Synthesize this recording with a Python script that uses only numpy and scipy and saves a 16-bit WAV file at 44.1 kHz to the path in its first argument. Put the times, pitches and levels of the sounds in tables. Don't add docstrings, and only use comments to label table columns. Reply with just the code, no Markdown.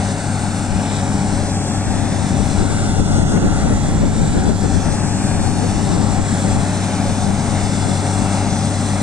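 import sys
import numpy as np
from scipy import signal
from scipy.fft import rfft, irfft, next_fast_len
from scipy.io import wavfile
from scipy.ndimage import uniform_filter1d, minimum_filter1d

SR = 44100
rng = np.random.default_rng(int(sys.argv[2]) if len(sys.argv) > 2 else 0)


def digitize_waveform(pressure):
    field = np.atleast_2d(pressure).T
    bounded = np.clip(field, -1, 1)
    quanta = np.round(bounded * 32767).astype(np.int16)
    wavfile.write(sys.argv[1], SR, quanta)


N = 397782
TIME = np.arange(N) / SR
SECOND_FIRING_HZ = 139.96
PORT_SPACING_M = 0.11
SOUND_M_PER_S = 343
EDGE_HZ = 14200

# (t/s, left level/dB, right level/dB)
BREEZE_LEVEL = [(0, -20, -25), (.95, -11.5, -17), (1.3, -9, -13), (1.7, -16, -17), (1.95, -2.5, -13),
                (2.5, -4.5, -17), (2.75, -2.5, -8), (3.7, 0, -2.5), (4.35, -1.5, -4), (4.7, -4, -13),
                (5.1, -4, -12), (5.62, -0.5, -9), (6.05, -6, -12), (6.55, -7, -13), (6.95, -12, -17),
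                (7.3, -9, -17), (7.85, -5.5, -16), (8.35, -15, -18), (9.02, -12, -17)]
# (peak t/s, length/s, rumble lift/dB, left buffeting lift/dB, right buffeting lift/dB)
GUST_SWELLS = [(0.454,0.071,9,0,0), (0.75,0.13,13.5,-5,-3), (1.406,0.099,9,-6,-6), (1.878,.09,7,-5,-2),
               (2.34,0.054,6.5,9.5,4), (2.41,0.052,7,7,0), (2.614,0.085,11,12,3), (2.71,.05,2,2,13),
               (3.007,.048,11,12,3), (3.21,0.14,9,4,9), (3.371,0.052,-2,13.5,3), (3.44,0.073,2,10,16.5),
               (3.652,.06,3,8,3), (3.72,0.05,2,10,-2), (3.798,0.065,-2,-11,-3), (4.035,0.066,5,11,6),
               (4.222,0.097,4.5,6,-3), (4.368,0.067,6,9.5,16), (4.456,.06,-1,5,12), (4.501,0.074,6,13,3),
               (4.59,.06,-2,-8,0), (4.654,0.052,8,15,3), (4.777,0.07,12,8,9), (4.88,0.13,6,5,5),
               (5.636,.06,-11,5,5), (5.96,0.25,5.5,9.5,6), (6.197,0.031,9,19,5), (6.33,.08,5,2,0),
               (6.484,.05,6,5,2), (6.565,0.11,8,3,2), (7.087,0.1,11,-6,-4), (7.286,0.09,6,12,5),
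               (7.885,.088,6,8,2), (8.215,.08,10,6,2), (8.51,.12,5,4,2)]
# (f/Hz, level per Hz/dB)
RUMBLE_SPECTRUM = [(5, -1), (20, 0), (48, 1), (75, 2.5), (110, -3), (160, -1.5), (230, -6.5), (320, -14.5),
                   (600, -32), (1500, -80)]
# (f/Hz, level per Hz/dB)
BUFFET_SPECTRUM = [(40, -20), (110, -8), (165, 5.5), (250, 1), (380, -5), (550, -14), (900, -28),
                   (2000, -33), (6000, -69)]
# (f/Hz, level per Hz/dB)
RASP_SPECTRUM = [(150, -25), (330, 1.5), (450, 2.5), (600, -4), (900, -12.5), (2500, -26.5), (6000, -61)]

# (t/s, full swing/dB)
AIR_CARRY = [(0, -0.3), (.7, -6), (.95, -0.5), (1.65, -3), (2.3, -1.5), (2.6, 1), (3.35, 1), (3.8, 1),
             (4.1, -3), (4.58, -1), (4.8, 4), (4.98, -0.8), (5.6, 1), (6.2, 0.5), (7.1, 2), (7.55, 1),
             (8.3, 4), (9.02, 2.5)]
# (t/s, level/dB)
CAR_ECHO_LEVEL = [(0, 4.5), (2.3, -2.5), (2.8, 3.5), (3.4, 6.5), (3.8, -1), (4.1, 0.5), (9.02, -1)]
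# (t/s, bearing of the rig/degrees, positive toward the left port)
RIG_BEARING = [(0, 1), (.22, -2.5), (.5, 3), (.95, -5), (1.23, -3.5), (1.42, 4), (1.54, 17), (1.61, 18.5),
               (2.12, 7.5), (2.38, -5), (2.52, -1), (2.65, -8.5), (3.29, -22), (3.58, -12.5), (3.69, -12.5),
               (4.06, -6.5), (4.55, -9), (5.05, 16), (5.45, 11.5), (5.74, 4), (5.9, -4), (6.12, -5),
               (6.54, -4.5), (6.8, 3.5), (6.98, 6.5), (7.4, 2.5), (7.57, 4), (7.77, -0.5), (8.16, 0),
               (8.38, 1.5), (8.51, 7), (9.02, -1.5)]
# (f/Hz, level/dB)
LEFT_OVER_RIGHT = [(100, 5.5), (440, 3.5), (600, 1.5), (780, 3.5), (1000, 7), (1200, 1.5), (1580, 5),
                   (1900, 2), (2500, 2), (3100, -10), (3500, -2.5), (5900, 1), (7100, -12.5), (8300, 6.5),
                   (9500, 11), (10700, -0.5)]
# (f/Hz, left-right likeness from 0 to 1, phase by which left leads/radians)
PORT_LIKENESS = [(820, .98, -0.14), (1110, 1, -0.87), (1320, 0.95, 0.16), (1670, 0.78, -1.18),
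                 (1960, 1, -0.54), (2580, 0.93, -1.5), (2880, 0.05, -0.44), (3050, 0.05, 0),
                 (3260, 0.3, 1.8), (3520, 0.91, 0.71), (4200, 0.94, 0.43), (5040, 0.83, -0.27),
                 (5700, 0.56, -0.16), (6470, 0.54, -0.93), (6930, 0, -0.056), (7540, .58, 1.5),
                 (8040, 0.54, 1), (8700, 0.4, -0.16), (9400, 0.3, -.5), (10000, 0.3, -.5)]
# (t/s, length/s, level/dB)
LEFT_DIPS = [(3.49, 0.12, -4), (3.793, 0.15, -4), (4.02, 0.2, -5), (4.3, .35, -1.3), (4.57, 0.12, -4.5)]
# (t/s, length/s, f/Hz, half-width/Hz, level/dB)
LEFT_SWELLS = [(.94, 0.17, 3680, 600, 8), (3.05, 0.92, 7300, 450, 2), (4.82, 0.18, 6100, 800, 5.5),
               (5.1, 0.2, 6500, 500, 8), (6.5, .7, 3250, 300, 4)]
# (t/s, left delay/ms, right delay/ms)
BODY_DELAYS = [(0,1.08,1.37), (.6,1.12,1.38), (1.05,1.25,1.28), (1.4,1.24,1.48), (2.3,1.12,1.37),
               (2.9,1.38,1.45), (3.8,1.52,1.5), (4.5,1.22,1.21), (5.5,1.17,1.09), (5.9,1.07,1.06),
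               (6.7,1.54,1.26), (7.1,1.18,1.37), (7.85,1.44,1.43), (9.02,1.5,1.49)]
# (f/Hz, level/dB)
BODY_ECHO_LEVEL = [(300, -36), (1000, -20), (2000, -15), (3100, -10), (4000, -14), (5500, -19), (9000, -25)]

# (f/Hz, level per Hz/dB)
HISS_SPECTRUM = [(3100, -12), (3450, -2.5), (3800, -4.5), (4200, -3.5), (4650, -6), (5900, -1.5),
                 (6850, -4.5), (7600, 1.5), (8300, 0.6), (9100, -7), (9700, -12.5), (10300, -25.5),
                 (11200, -32), (14000, -36)]
# (f/Hz, level per Hz/dB)
ROAR_SPECTRUM = [(60, -6), (125, -4), (170, 0.5), (220, 3.5), (290, -6.5), (340, -11), (480, -15.5),
                 (560, -7.5), (650, -11), (780, -6), (1030, -17), (1350, -17), (2000, -21.5), (3000, -26)]
# (t/s, f/Hz)
TURBO_PITCH = [(0, 10735), (1.9, 10705), (2.5, 10660), (3.1, 10690), (4.6, 10665), (6.5, 10675),
               (7.6, 10700), (9.02, 10680)]
# (f/Hz, half-width/Hz, level/dB)
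WHINE_BANDS = [(840, 10, -48), (1122, 6, -53), (1335, 8, -49), (1420, 10, -56), (1577, 6, -56),
               (1642, 7, -52), (1945, 10, -59), (2510, 18, -60), (2662, 14, -63)]
# (multiple of its firing rate, level/dB)
SECOND_LINES = [(1, -33), (2, -43.5), (3, -48), (4, -48.5)]
# (t/s, f/Hz)
MAIN_FIRING = [(0, 98.59), (0.7, 98.84), (1.3, 98.9), (2, 98.69), (2.7, 98.49), (3.5, 98.61), (4.5, 98.47),
               (5.5, 98.35), (7, 98.31), (8.2, 98.24), (9, 98.29)]
# (multiple of the cycle rate, level/dB)
MAIN_LINES = [(6, -23), (9, -36), (11, -33.5), (12, -30), (14, -51), (15, -50.5), (16, -37), (17, -53),
              (18, -34), (20, -55), (24, -42), (26, -47), (44, -45.5), (47, -46.5), (55, -53.5)]
# (t/s, level/dB)
HUM_LEVEL = [(0, 0), (.6, -3), (1.2, -2.5), (1.7, -0.5), (2.3, -2), (2.85, 0), (3.4, -2), (3.9, -6.5),
             (4.5, -1.5), (5.05, -1.5), (5.8, 0), (6.7, 0), (7.3, 0.5), (7.85, 0.5), (9.02, 1)]


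def gain_of(db):
    return 10 ** (np.asarray(db) / 20)


def evened(x):
    return x / np.sqrt(np.mean(x ** 2, axis=-1, keepdims=True) + 1e-20)


def bell(x, centre, width):
    return np.exp(-((x - centre) / width) ** 2)


def curve(rows, t=TIME):
    s, *columns = np.transpose(rows)
    return np.array([np.interp(t, s, c) for c in columns])


def read(rows, hz):
    f, *columns = np.transpose(rows)
    return np.array([np.interp(np.log(hz + 1), np.log(f + 1), c) for c in columns])


def noise(gain):
    size = next_fast_len(N)
    spectrum = rfft(rng.standard_normal(size)) * gain(np.fft.rfftfreq(size, 1 / SR))
    return evened(irfft(spectrum, size)[:N])


def drift(hz):
    t = np.arange(0, TIME[-1] + 1, 1 / 500)
    keep_slow = np.exp(-(np.fft.rfftfreq(len(t), t[1]) / hz) ** 2)
    slow = irfft(rfft(rng.standard_normal(len(t))) * keep_slow, len(t))
    return np.interp(TIME, t, evened(slow))


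def coloured(spectrum, low_hz=1, high_hz=SR):
    def gain(f):
        edges = (1 + (low_hz / (f + 1)) ** 20) * (1 + (f / high_hz) ** 20)
        return gain_of(read(spectrum, f)[0]) / np.sqrt(edges)
    return noise(gain)


def to_bands(sound):
    return signal.stft(sound, SR, nperseg=1024, noverlap=768)


def from_bands(z):
    return signal.istft(z, SR, nperseg=1024, noverlap=768)[1][..., :N]


def eddies(spectrum, lumpy_db):
    return evened(np.array([coloured(spectrum) * gain_of(lumpy_db * drift(8.4)) for _ in range(2)]))


def wind(rumble_db, buffet_db, buffet_follow, buffet_lee_db, lee_share, rasp_db, rasp_follow):
    breeze = curve(BREEZE_LEVEL)
    rumble = rumble_db + breeze
    buffet = buffet_db + buffet_follow * breeze + np.array([[0], [buffet_lee_db]])
    for peak, length, rumble_lift, left_lift, right_lift in GUST_SWELLS:
        swell = bell(TIME, peak, length / 2)
        rumble = rumble + rumble_lift * swell * np.array([[1], [lee_share]])
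        buffet = buffet + swell * np.array([[left_lift], [right_lift]])
    rasp = rasp_db + rasp_follow * (buffet - buffet_db)
    slow_air = gain_of(rumble) * eddies(RUMBLE_SPECTRUM, lumpy_db=2.15)
    torn_air = gain_of(buffet) * eddies(BUFFET_SPECTRUM, lumpy_db=1.5)
    return slow_air + torn_air + gain_of(rasp) * eddies(RASP_SPECTRUM, lumpy_db=-0.9)


def carried(follow, flicker_db):
    return gain_of(follow * curve(AIR_CARRY)[0] + flicker_db * drift(2.4))


def air_path(sound, patchy_db, echo_hz, echo_width_hz):
    hz, t, z = to_bands(sound)
    hz = hz[:, None]
    patches = rng.standard_normal(z.shape[1:])
    for _ in range(2):
        patches = uniform_filter1d(uniform_filter1d(patches, size=5, axis=0), size=45, axis=1)
    depth = patchy_db * hz / (hz + 1800)
    echo = bell(hz, echo_hz, echo_width_hz) * curve(CAR_ECHO_LEVEL, t)
    return from_bands(z * gain_of(depth * patches / patches.std() + echo))


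def ports(direct, scattered):
    hz, t, (a, b) = to_bands(np.array([direct, scattered]))
    same, phase = read(PORT_LIKENESS, hz)[:, :, None]
    same = np.clip(same, 0, 1)
    lead_s = PORT_SPACING_M / SOUND_M_PER_S * np.sin(np.radians(curve(RIG_BEARING, t)))
    turn = phase + 2 * np.pi * hz[:, None] * lead_s
    half = gain_of(read(LEFT_OVER_RIGHT, hz).T / 2) * np.exp(.5j * turn)
    left = a * half
    right = (same * a + np.sqrt(1 - same ** 2) * b) / half
    return from_bands(np.array([left, right]))


def left_changes(pair):
    hz, t, z = to_bands(pair[0])
    change = sum(db * bell(t, s, length / 2) for s, length, db in LEFT_DIPS)
    for s, length, f, width, db in LEFT_SWELLS:
        change = change + db * bell(t, s, length / 2) * bell(hz[:, None], f, width)
    return np.array([from_bands(z * gain_of(change)), pair[1]])


def body_echo(pair):
    hz, t, z = to_bands(pair)
    delay_s = curve(BODY_DELAYS, t)[:, None] / 1000
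    strength = gain_of(read(BODY_ECHO_LEVEL, hz).T)
    echo = strength * np.exp(-2j * np.pi * hz[:, None] * delay_s)
    return from_bands(z * (1 + echo) / np.sqrt(1 + strength ** 2))


def hiss(cycles, left_db, right_db, flutter_db, firing_depth):
    firing = 1 + firing_depth * np.cos(12 * np.pi * cycles)
    flutter = gain_of(flutter_db * drift(14.6)) * firing
    sound = np.array([flutter * coloured(HISS_SPECTRUM, low_hz=2920) for _ in range(2)])
    sound = ports(*air_path(sound, patchy_db=1.5, echo_hz=1480, echo_width_hz=270))
    return evened(sound) * gain_of([[left_db], [right_db]]) * carried(follow=0.33, flicker_db=0.0)


def roar(cycles, level_db, firing_depth, throb_hz, throb_depth):
    throb = np.cos(2 * np.pi * np.cumsum(throb_hz * (1 + 0.0067 * drift(3.3))) / SR)
    beat = 1 + firing_depth * np.cos(12 * np.pi * cycles) + throb_depth * throb
    sound = np.array([beat * coloured(ROAR_SPECTRUM, low_hz=25, high_hz=2960) for _ in range(2)])
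    sound = ports(*air_path(sound, patchy_db=2.0, echo_hz=1475, echo_width_hz=145))
    bass = signal.sosfiltfilt(signal.butter(2, 420, fs=SR, output="sos"), sound)
    carried_bass = bass * carried(follow=0.12, flicker_db=0.5)
    carried_rest = (sound - bass) * carried(follow=0.39, flicker_db=0.7)
    return gain_of(level_db) * (carried_bass + carried_rest)


def turbo(level_db, wander_hz, fade_db):
    turns = np.cumsum(curve(TURBO_PITCH)[0] + wander_hz * drift(4.9)) / SR

    def at_port():
        fade = gain_of(level_db + fade_db * drift(8.6))
        return fade * np.sin(2 * np.pi * turns + 2.0 * drift(27))
    return np.array([at_port() for _ in range(2)])


def whines(level_db):
    def peaks(f):
        return sum(gain_of(db) / np.sqrt(width) * bell(f, hz, width) for hz, width, db in WHINE_BANDS)
    return gain_of(level_db) * noise(peaks)


def engine(turns, lines, waver_db, wobble):
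    out = np.zeros(N)
    for k, db in lines:
        height = np.sqrt(k / lines[0][0])
        phase = 2 * np.pi * round(k) * turns + wobble * height * drift(5.5)
        level = gain_of(db + waver_db * height * drift(3.9))
        out += level * np.sqrt(2) * np.sin(phase)
    return out


def scene():
    cycles = np.cumsum(curve(MAIN_FIRING)[0] / 6) / SR
    second = np.cumsum(SECOND_FIRING_HZ * (1 + 0.00224 * drift(0.95))) / SR
    gusts = wind(rumble_db=-16.0, buffet_db=-21.5, buffet_follow=1.0, buffet_lee_db=-4.5,
                 lee_share=0.59, rasp_db=-36.5, rasp_follow=1.52)
    air = hiss(cycles, left_db=-30.0, right_db=-31.5, flutter_db=0.75, firing_depth=.015)
    machines = roar(cycles, level_db=-22.5, firing_depth=0.019, throb_hz=37.1, throb_depth=0.043)
    whistle = turbo(level_db=-54, wander_hz=12, fade_db=4.5)
    drone = engine(second, SECOND_LINES, waver_db=2.0, wobble=0.14)
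    drone = drone + engine(cycles, MAIN_LINES[1:], waver_db=0.85, wobble=0.072)
    drone = drone * carried(follow=0.25, flicker_db=1.04)
    hum = engine(cycles, MAIN_LINES[:1], waver_db=-0.7, wobble=0.074) * gain_of(curve(HUM_LEVEL)[0])
    tones = ports(hum + drone + whines(level_db=-44.0), scattered=whines(level_db=-36.0))
    return gusts + body_echo(left_changes(machines + air)) + whistle + tones


def record(dry):
    peak_db = 20 * np.log10(abs(dry) + 1e-6)
    recovery = 90 * TIME
    held_db = np.maximum.accumulate(peak_db + recovery, axis=1) - recovery
    ceiling_db = -2.5
    duck_db = minimum_filter1d(np.minimum(ceiling_db - held_db, 0), size=129, axis=1)
    limited = dry * gain_of(uniform_filter1d(duck_db, size=129, axis=1))
    band_limit = signal.firwin(511, EDGE_HZ, window=("kaiser", 9), fs=SR)
    return signal.oaconvolve(limited, band_limit[None], "same")


dry = scene()
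out = record(dry)
digitize_waveform(out)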